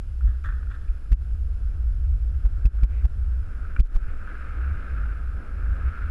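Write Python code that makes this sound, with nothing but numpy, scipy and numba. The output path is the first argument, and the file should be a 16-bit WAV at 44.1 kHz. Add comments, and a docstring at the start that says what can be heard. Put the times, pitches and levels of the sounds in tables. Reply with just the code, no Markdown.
"""Wind booms on the closed case of a camera carried by a rider, as a longboard runs downhill on rough asphalt.
The board scrapes and knocks in a bend; then the wheels build to a roar, with one flicked stone on the way.
Wind is slow filtered noise with single big pressure swings; wheels and sand are thousands of tiny impacts.
Hard buffets drive the camera's stepping limiter, which crackles and ducks everything for a moment."""
import sys
import numpy as np
from scipy import signal
from scipy.fft import rfft, irfft
from scipy.io import wavfile
from scipy.ndimage import uniform_filter1d
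from numba import njit

SR = 44100
rng = np.random.default_rng(int(sys.argv[2]) if len(sys.argv) > 2 else 0)


def transcribe(signal):
    """Save signal, clipped to [-1, 1], as a 16-bit WAV file at the path in sys.argv[1]."""
    frames = np.atleast_2d(signal).T
    limited = np.clip(frames, -1, 1)
    pcm = np.round(limited * 32767).astype(np.int16)
    wavfile.write(sys.argv[1], SR, pcm)


N = 269010
T = np.arange(N) / SR  # time in seconds

# All levels of the sources are those ahead of the limiter.
# The ride, louder with speed and a coarser road. Each row: time in seconds, wheel roar in dB.
RIDE = [(0, -68), (.9, -62), (1.4, -65.5), (1.8, -62), (2.1, -65), (2.55, -61), (2.9, -56.5), (3.15, -61),
        (3.45, -56), (3.66, -52), (3.92, -55), (4.01, -54.5), (4.09, -47.5), (4.18, -51), (4.32, -44),
        (4.65, -45.5), (5.0, -46.5), (5.33, -51), (5.45, -48), (5.55, -49), (5.75, -48), (5.95, -44.5),
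        (6.1, -46.5)]
REFERENCE_ROAR_DB = -47  # the roar at which the levels of air and edge hiss are given


def undb(db):
    """Decibels to gain."""
    return 10 ** (np.asarray(db) / 20)


def curve(table, axis=1):
    """One column of a table, joined by straight lines in time."""
    rows = np.array(table)
    return np.interp(T, rows[:, 0], rows[:, axis])


def unit(x):
    """Scale to rms 1."""
    return x / np.sqrt(np.mean(x ** 2))


def colour(x, points):
    """Filter through a spectrum of (Hz, dB) points, rolled off an octave beyond either end; rms 1."""
    hz, db = np.transpose(points)
    f = np.maximum(np.fft.rfftfreq(N, 1 / SR), 1)
    low_end = 1 + (hz[0] / 2 / f) ** 6
    high_end = 1 + (f / hz[-1] / 2) ** 6
    gain = undb(np.interp(np.log(f), np.log(hz), db)) / np.sqrt(low_end * high_end)
    return unit(irfft(rfft(x) * gain, N))


def walk(rate):
    """Random levels held about 1 / rate seconds and smoothed twice; rms near 1."""
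    size = max(int(SR / rate), 1)
    held = np.repeat(rng.standard_normal(N // size + 1), size)
    smooth = uniform_filter1d(uniform_filter1d(held, size), size)
    return unit(smooth)[:N]


def swell(s, width_s):
    """A smooth rise to 1 and fall around one moment."""
    return np.exp(-.5 * ((T - s) / width_s) ** 2)


def pace():
    """The wheel roar against the reference roar, in dB."""
    return curve(RIDE) - REFERENCE_ROAR_DB


def eddies(points, evenness):
    """Low turbulence whose swings are evened out towards one size."""
    z = signal.hilbert(colour(rng.standard_normal(N), points))
    return unit(z.real / (np.abs(z) + 0.22) ** np.clip(evenness, 0, 1))


def grit(per_s, spread_db):
    """Tiny impacts at random moments; a positive spread makes a few of them larger, a negative one smaller."""
    hit = rng.random(N) < per_s / SR
    size_db = spread_db * np.minimum(rng.exponential(size=N), 4)
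    return hit * rng.standard_normal(N) * undb(size_db)


def electronics(hiss_db=-69, whine_db=-78.0):
    """The camera's own hiss and a thin whine whose phase creeps ahead and slips back once a frame."""
    # Spectrum of the hiss. Each row: frequency in Hz, relative level in dB per Hz.
    hiss_colour = [(1000, -3.5), (2600, 9), (3600, 2), (4900, 1), (5170, 6.5), (5400, -0.5), (6500, -3),
                   (7600, -1.5), (9000, -6.5), (10300, -7.5), (11300, -6.5), (12000, -15.5), (13500, -13.5)]
    whine_hz, frame_hz = 10645, 48
    phase = 2 * np.pi * (whine_hz * T + 0.24 * (T * frame_hz % 1))
    hiss = colour(rng.standard_normal(N), hiss_colour)
    return undb(hiss_db) * hiss + undb(whine_db) * unit(np.sin(phase))


def crackles():
    """Each crackle is one sharp edge that relaxes at once."""
    # Lone dry crackles after the hardest buffet. Each row: start in seconds, peak level in dB.
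    crackle_rows = [(3.8625, -34), (3.869, -38), (3.873, -37), (3.930, -45), (3.945, -40), (3.953, -36),
                    (3.9705, -37), (3.979, -45.5), (3.9835, -44), (4.015, -47)]
    relax_s = 0.00019
    out, t = np.zeros(N), T[:SR // 100]
    for s, db in crackle_rows:
        start = int(s * SR)
        out[start:start + len(t)] += undb(db) * np.exp(-t / relax_s)
    return out


def air():
    """Air rushes past the case as fluttering noise, stronger as the ride picks up."""
    # Spectrum of the rush at the case. Each row: frequency in Hz, relative level in dB per Hz.
    air_colour = [(70, -12.5), (140, 2.5), (250, 0), (350, -4), (470, -5.5), (650, -10), (900, -15.5),
                  (1500, -15), (3000, -37), (6000, -58.5)]
    air_db, db_per_roar_db = -49.5, .47  # level at the reference roar; dB gained per dB of roar
    rush = colour(rng.standard_normal(N), air_colour)
    return rush * undb(air_db + db_per_roar_db * pace() + 1.2 * walk(25))


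def wind():
    """Eddies boom on the case; a buffet is one big pressure swing that displaces the smaller ones and rings off."""
    # Strength of the wind on the case. Each row: time in seconds, rumble level in dB before gusts and flutter.
    rumble_levels = [(0, -27), (.7, -26.5), (1.25, -23.5), (1.5, -25.5), (2.05, -20), (2.35, -23.5),
                     (3.15, -23.5), (3.55, -26.5), (4.3, -37), (4.68, -24), (5.35, -27.5), (5.8, -28),
                     (6.1, -22)]
    # Gusts (+) and lulls (-) passing over the rumble. Each row: middle in seconds, change in dB.
    gusts = [(.27, 10), (.42, -8), (0.501, 6.5), (0.789, -8), (1.009, -12.5), (4.72, 3), (4.829, -10.5),
             (5.45, -14), (5.701, 7), (5.84, 7), (5.96, -11)]
    # Buffets. Each row: crest of the first swing in seconds, level in dB, swing rate in Hz,
    # seconds from that crest to the fullest swell, width in swings.
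    buffet_rows = [(0.892, -12.5, 39, 0.0089, 0.43), (1.1205, -0.5, 45.2, 0.013, 0.49),
                   (2.4534, -7.5, 46.2, 0.0066, 0.54), (2.6573, -0.45, 48, 0.009, 0.53),
                   (2.8358, -3, 46.8, 0.0063, 0.47), (3.047, -7, 54.7, 0.0066, 0.55),
                   (3.7965, 3, 44.05, .0122, .39), (3.835, -2.5, 25, 0.0022, 0.38),
                   (3.9645, -6.5, 24.14, .001, .3)]
    # Spectrum of the rumble. Each row: frequency in Hz, relative level in dB per Hz before evening out.
    rumble_colour = [(20, -16), (33, -10.5), (46, -2), (58, 0), (70, -3), (85, -14.5), (105, -22.5),
                     (125, -39.5), (155, -29.5), (200, -54.5)]
    # Spectrum of the slow sway of large eddies. Each row: the same two columns, in Hz and dB per Hz.
    sway_colour = [(9, -4), (14, 0), (24, -2), (36, -18), (60, -36.5)]
    gust_width_s, flutter_db, flutter_per_s = 0.028, 1.0, 14
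    sway_db = -34  # outside the patch of rough air
    rough_air_s, rough_air_db, rough_air_width_s = 3.953, 14.5, 0.17

    gusts_db = sum(db * swell(s, gust_width_s) for s, db in gusts)
    rumble_db = curve(rumble_levels) + gusts_db + flutter_db * walk(flutter_per_s)
    rumble = eddies(rumble_colour, evenness=0.36) * undb(rumble_db)
    rough_db = rough_air_db * swell(rough_air_s, rough_air_width_s)
    sway = eddies(sway_colour, evenness=0.92) * undb(sway_db + rough_db)
    buffets, calm = np.zeros(N), np.ones(N)
    for crest_s, db, hz, lag_s, swings in buffet_rows:
        push = swell(crest_s + lag_s, swings / hz)  # with a long lag the rebound outdoes the first swing
        buffets += undb(db) * push * np.cos(2 * np.pi * hz * (T - crest_s))
        calm *= 1 - swell(crest_s + lag_s, 1 / hz)
    return (rumble + sway) * calm + buffets


def knocks(tick_db=-24, crunch_db=-12.0, crunch_t60=0.012):
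    """Each knock is a tick of contact, a crunch of grit and a short ring of the case, brighter when harder."""
    # Knocks of wheels and grit. Each row: start in seconds, peak of the ring in dB, hardness in dB per octave.
    knock_rows = [(0.209, -41, -17), (0.4404, -46, 25), (0.4887, -31, -23), (0.504, -38, -22),
                  (0.524, -37, -24), (0.6289, -39.5, -20), (0.633, -43, -21), (0.6706, -45, -19),
                  (0.7139, -39, -14), (0.7185, -39, -13), (0.762, -42, -16), (0.883, -49.5, 22),
                  (3.7636, -26, -5), (3.7671, -35, -8)]
    # Modes of the camera case. Each row: frequency in Hz before detuning, level in dB before the tilt of
    # hardness, time to fade 60 dB in seconds.
    case_modes = [(1370, 10, 0.0094), (1470, 9.5, 0.016), (1730, -1, 0.018), (2080, -5, 0.0092),
                  (2340, 6.5, 0.017), (2570, 2.5, 0.015), (3400, -20, 0.0088)]
    # Crunch of grit under a knocking wheel. 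Each row: frequency in Hz, relative level in dB per Hz.
    crunch_colour = [(700, -12), (1250, 6), (2700, -5), (3050, -18), (4500, -19), (8000, -42)]
    out, t = np.zeros(N), T[:SR // 10]
    grains = colour(grit(per_s=4100, spread_db=-0.5), crunch_colour)
    push = 1 - np.exp(-t / 0.0018)  # soft urethane takes a moment to push
    for s, db, tilt_db in knock_rows:
        ring = np.zeros(len(t))
        for hz, mode_db, t60 in case_modes:
            detuned_hz = hz * (1 + 0.028 * rng.standard_normal())
            fading_db = mode_db + tilt_db * np.log2(hz / 1400) - 60 * t / t60
            ring += undb(fading_db) * np.sin(2 * np.pi * detuned_hz * t)
        ring *= push
        contact = uniform_filter1d(rng.standard_normal(len(t)), size=3)
        tick = contact * np.exp(-t / 0.00036) * undb(tick_db + tilt_db)
        start = int(s * SR)
        fading_crunch_db = crunch_db + min(tilt_db, 0) / 2 - 60 * t / crunch_t60
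        crunch = push * grains[start:start + len(t)] * undb(fading_crunch_db)
        out[start:start + len(t)] += undb(db) * (ring / np.abs(ring).max() + tick + crunch)
    return out


def scrape():
    """Sideways in the bend the wheels grip and slip in uneven chatter over a finer rasp, and grind sand."""
    # Skids, each biting at once, holding and dying away. Each row: start in seconds, level in dB,
    # hold in seconds from the start, time to fade 60 dB in seconds, sand against rasp in dB.
    skids = [(.21, -61.5, 0.0048, 1, -15), (0.274, -57.5, 0.02, .35, -15), (0.44, -38, 0.021, 0.12, -25),
             (0.485, -51, .05, 0.63, -29), (0.699, -50.5, 0.016, 0.3, -15), (0.739, -54, 0.011, 0.1, -15),
             (0.812, -60.5, 0.0052, 0.7, -11)]
    # Spectrum of chatter and rasp. Each row: frequency in Hz, relative level in dB per Hz.
    scrape_colour = [(200, -17), (570, -19), (850, -19), (1100, -9.5), (1280, 3.5), (1550, 1), (1810, 2),
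                     (1990, -15.5), (2300, -33), (2550, -20), (3000, -33.5), (3400, -18), (3800, -32),
                     (5500, -39), (7000, -35.5), (10000, -45)]
    # Sand ground under a skidding wheel. Each row: frequency in Hz, relative level in dB per Hz.
    sand_colour = [(400, 4), (900, -2), (2100, 0), (3000, -2), (3450, 4), (4200, -6), (5500, -18),
                   (7000, -20), (10000, -26)]
    chatter_hz, chatter_spread, chatter_scatter_db = 279.5, .35, 2.0  # middle rate, its log spread, level scatter
    rasp_db = -3.5  # against the chatter
    attack_s = 0.0035

    rate_hz = chatter_hz * np.exp(chatter_spread * walk(300))
    cycles = np.floor(np.cumsum(rate_hz) / SR)
    # one impulse at each slip
    chatter = np.diff(cycles, prepend=0) * undb(chatter_scatter_db * rng.standard_normal(N))
    slips = unit(chatter) + undb(rasp_db) * unit(grit(per_s=7900, spread_db=-4.0))
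    rasp = colour(slips, scrape_colour)
    sand = colour(grit(per_s=3200, spread_db=1.5), sand_colour)
    out = np.zeros(N)
    for s, db, hold_s, t60, sand_db in skids:
        age = np.maximum(T - s, 0)
        fade = np.exp(-np.log(1000) * np.maximum(age - hold_s, 0) / t60)
        grip = np.minimum(age / attack_s, 1) * fade
        out += undb(db) * grip * (rasp + undb(sand_db) * sand)
    return out


def wheels():
    """Stones of the asphalt drum on the wheels, thousands a second, in rough and smooth patches; carving hisses."""
    # Spectrum of the drumming. Each row: frequency in Hz, relative level in dB per Hz.
    wheel_colour = [(600, -38), (950, -20), (1130, -11), (1270, 1), (1400, 2), (1580, 0), (1750, -7),
                    (1950, -18.5), (2500, -27.5), (3200, -31.5), (4400, -42.5), (7000, -53.5),
                    (12000, -54.5)]
    # Spectrum of the wheels hissing on their edges. 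Each row: frequency in Hz, relative level in dB per Hz.
    edge_colour = [(1500, -24.5), (1950, 3.5), (2450, 3.5), (2750, -2), (3100, -12), (4500, -19.5),
                   (7000, -38)]
    # Carves. Each row: middle in seconds, rise of the edge hiss in dB, width in seconds.
    carves = [(2.97, 13, 0.053), (4.07, 2, 0.06), (4.7, 1.5, 0.2)]
    edge_db, db_per_roar_db = -61, 1  # level at the reference roar outside carves; dB gained per dB of roar
    patches = undb(1.02 * walk(70) + .6 * walk(6.2))
    drumming = colour(grit(per_s=4200, spread_db=-1.0) * patches, wheel_colour)
    edge = colour(grit(per_s=8000, spread_db=1.0) * patches, edge_colour)
    carving_db = sum(db * swell(s, width_s) for s, db, width_s in carves)
    edge_gain = undb(edge_db + db_per_roar_db * pace() + carving_db)
    return drumming * undb(curve(RIDE)) + edge * edge_gain


def scene():
    """Everything that reaches the recorder, in one channel."""
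    ride = wheels() + scrape() + knocks()
    return (electronics() + crackles() + air() + wind() + ride)[None]


@njit
def limiter(x, jitter, top, calm, step_db, finer_db, attack_db_per_s, release_db_per_s, hold_s, rise_s, fall_s, slew):
    """Gain falls in sharp steps, faster further over the top and finer when deep; once calm it climbs back."""
    y = np.empty(len(x))
    heard, cut, stepped, wait, gain = 0., 0., 0., 0., 1.  # cut is the wanted reduction in dB, stepped the one set
    for i in range(len(x)):
        y[i] = x[i] * gain
        # follow the level of the output
        heard += (abs(y[i]) - heard) / (SR * (rise_s if abs(y[i]) > heard else fall_s))
        wait = hold_s if heard > calm else wait - 1 / SR
        if heard > top:
            cut += jitter[i] * attack_db_per_s * (heard / top - 1) / SR
        elif wait < 0:
            cut = max(cut - jitter[i] * release_db_per_s / SR, 0.)
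        step = step_db * np.exp(-stepped / finer_db)
        if cut > stepped + step:
            stepped += step
        elif cut < stepped:
            stepped = max(stepped - step, 0.)
        # the gain reaches each new step within a few samples
        gain += min(slew, 1.) * (10 ** (-stepped / 20) - gain)
    return y


def record(dry):
    """The camera's stepping limiter, then a steep low-pass on the treble."""
    jitter = undb(1.1 * walk(2500))
    top, calm = float(undb(-10.5)), float(undb(-12.5))
    held = limiter(dry[0], jitter, top, calm, step_db=0.75, finer_db=14.0,
                   attack_db_per_s=2699.5, release_db_per_s=145., hold_s=0.025,
                   rise_s=0.00054, fall_s=.002, slew=0.35)
    top_hz = 13800
    low_pass = signal.ellip(8, .2, 70, top_hz, fs=SR, output="sos")
    return signal.sosfilt(low_pass, held)[None]


dry = scene()
out = record(dry)
transcribe(out)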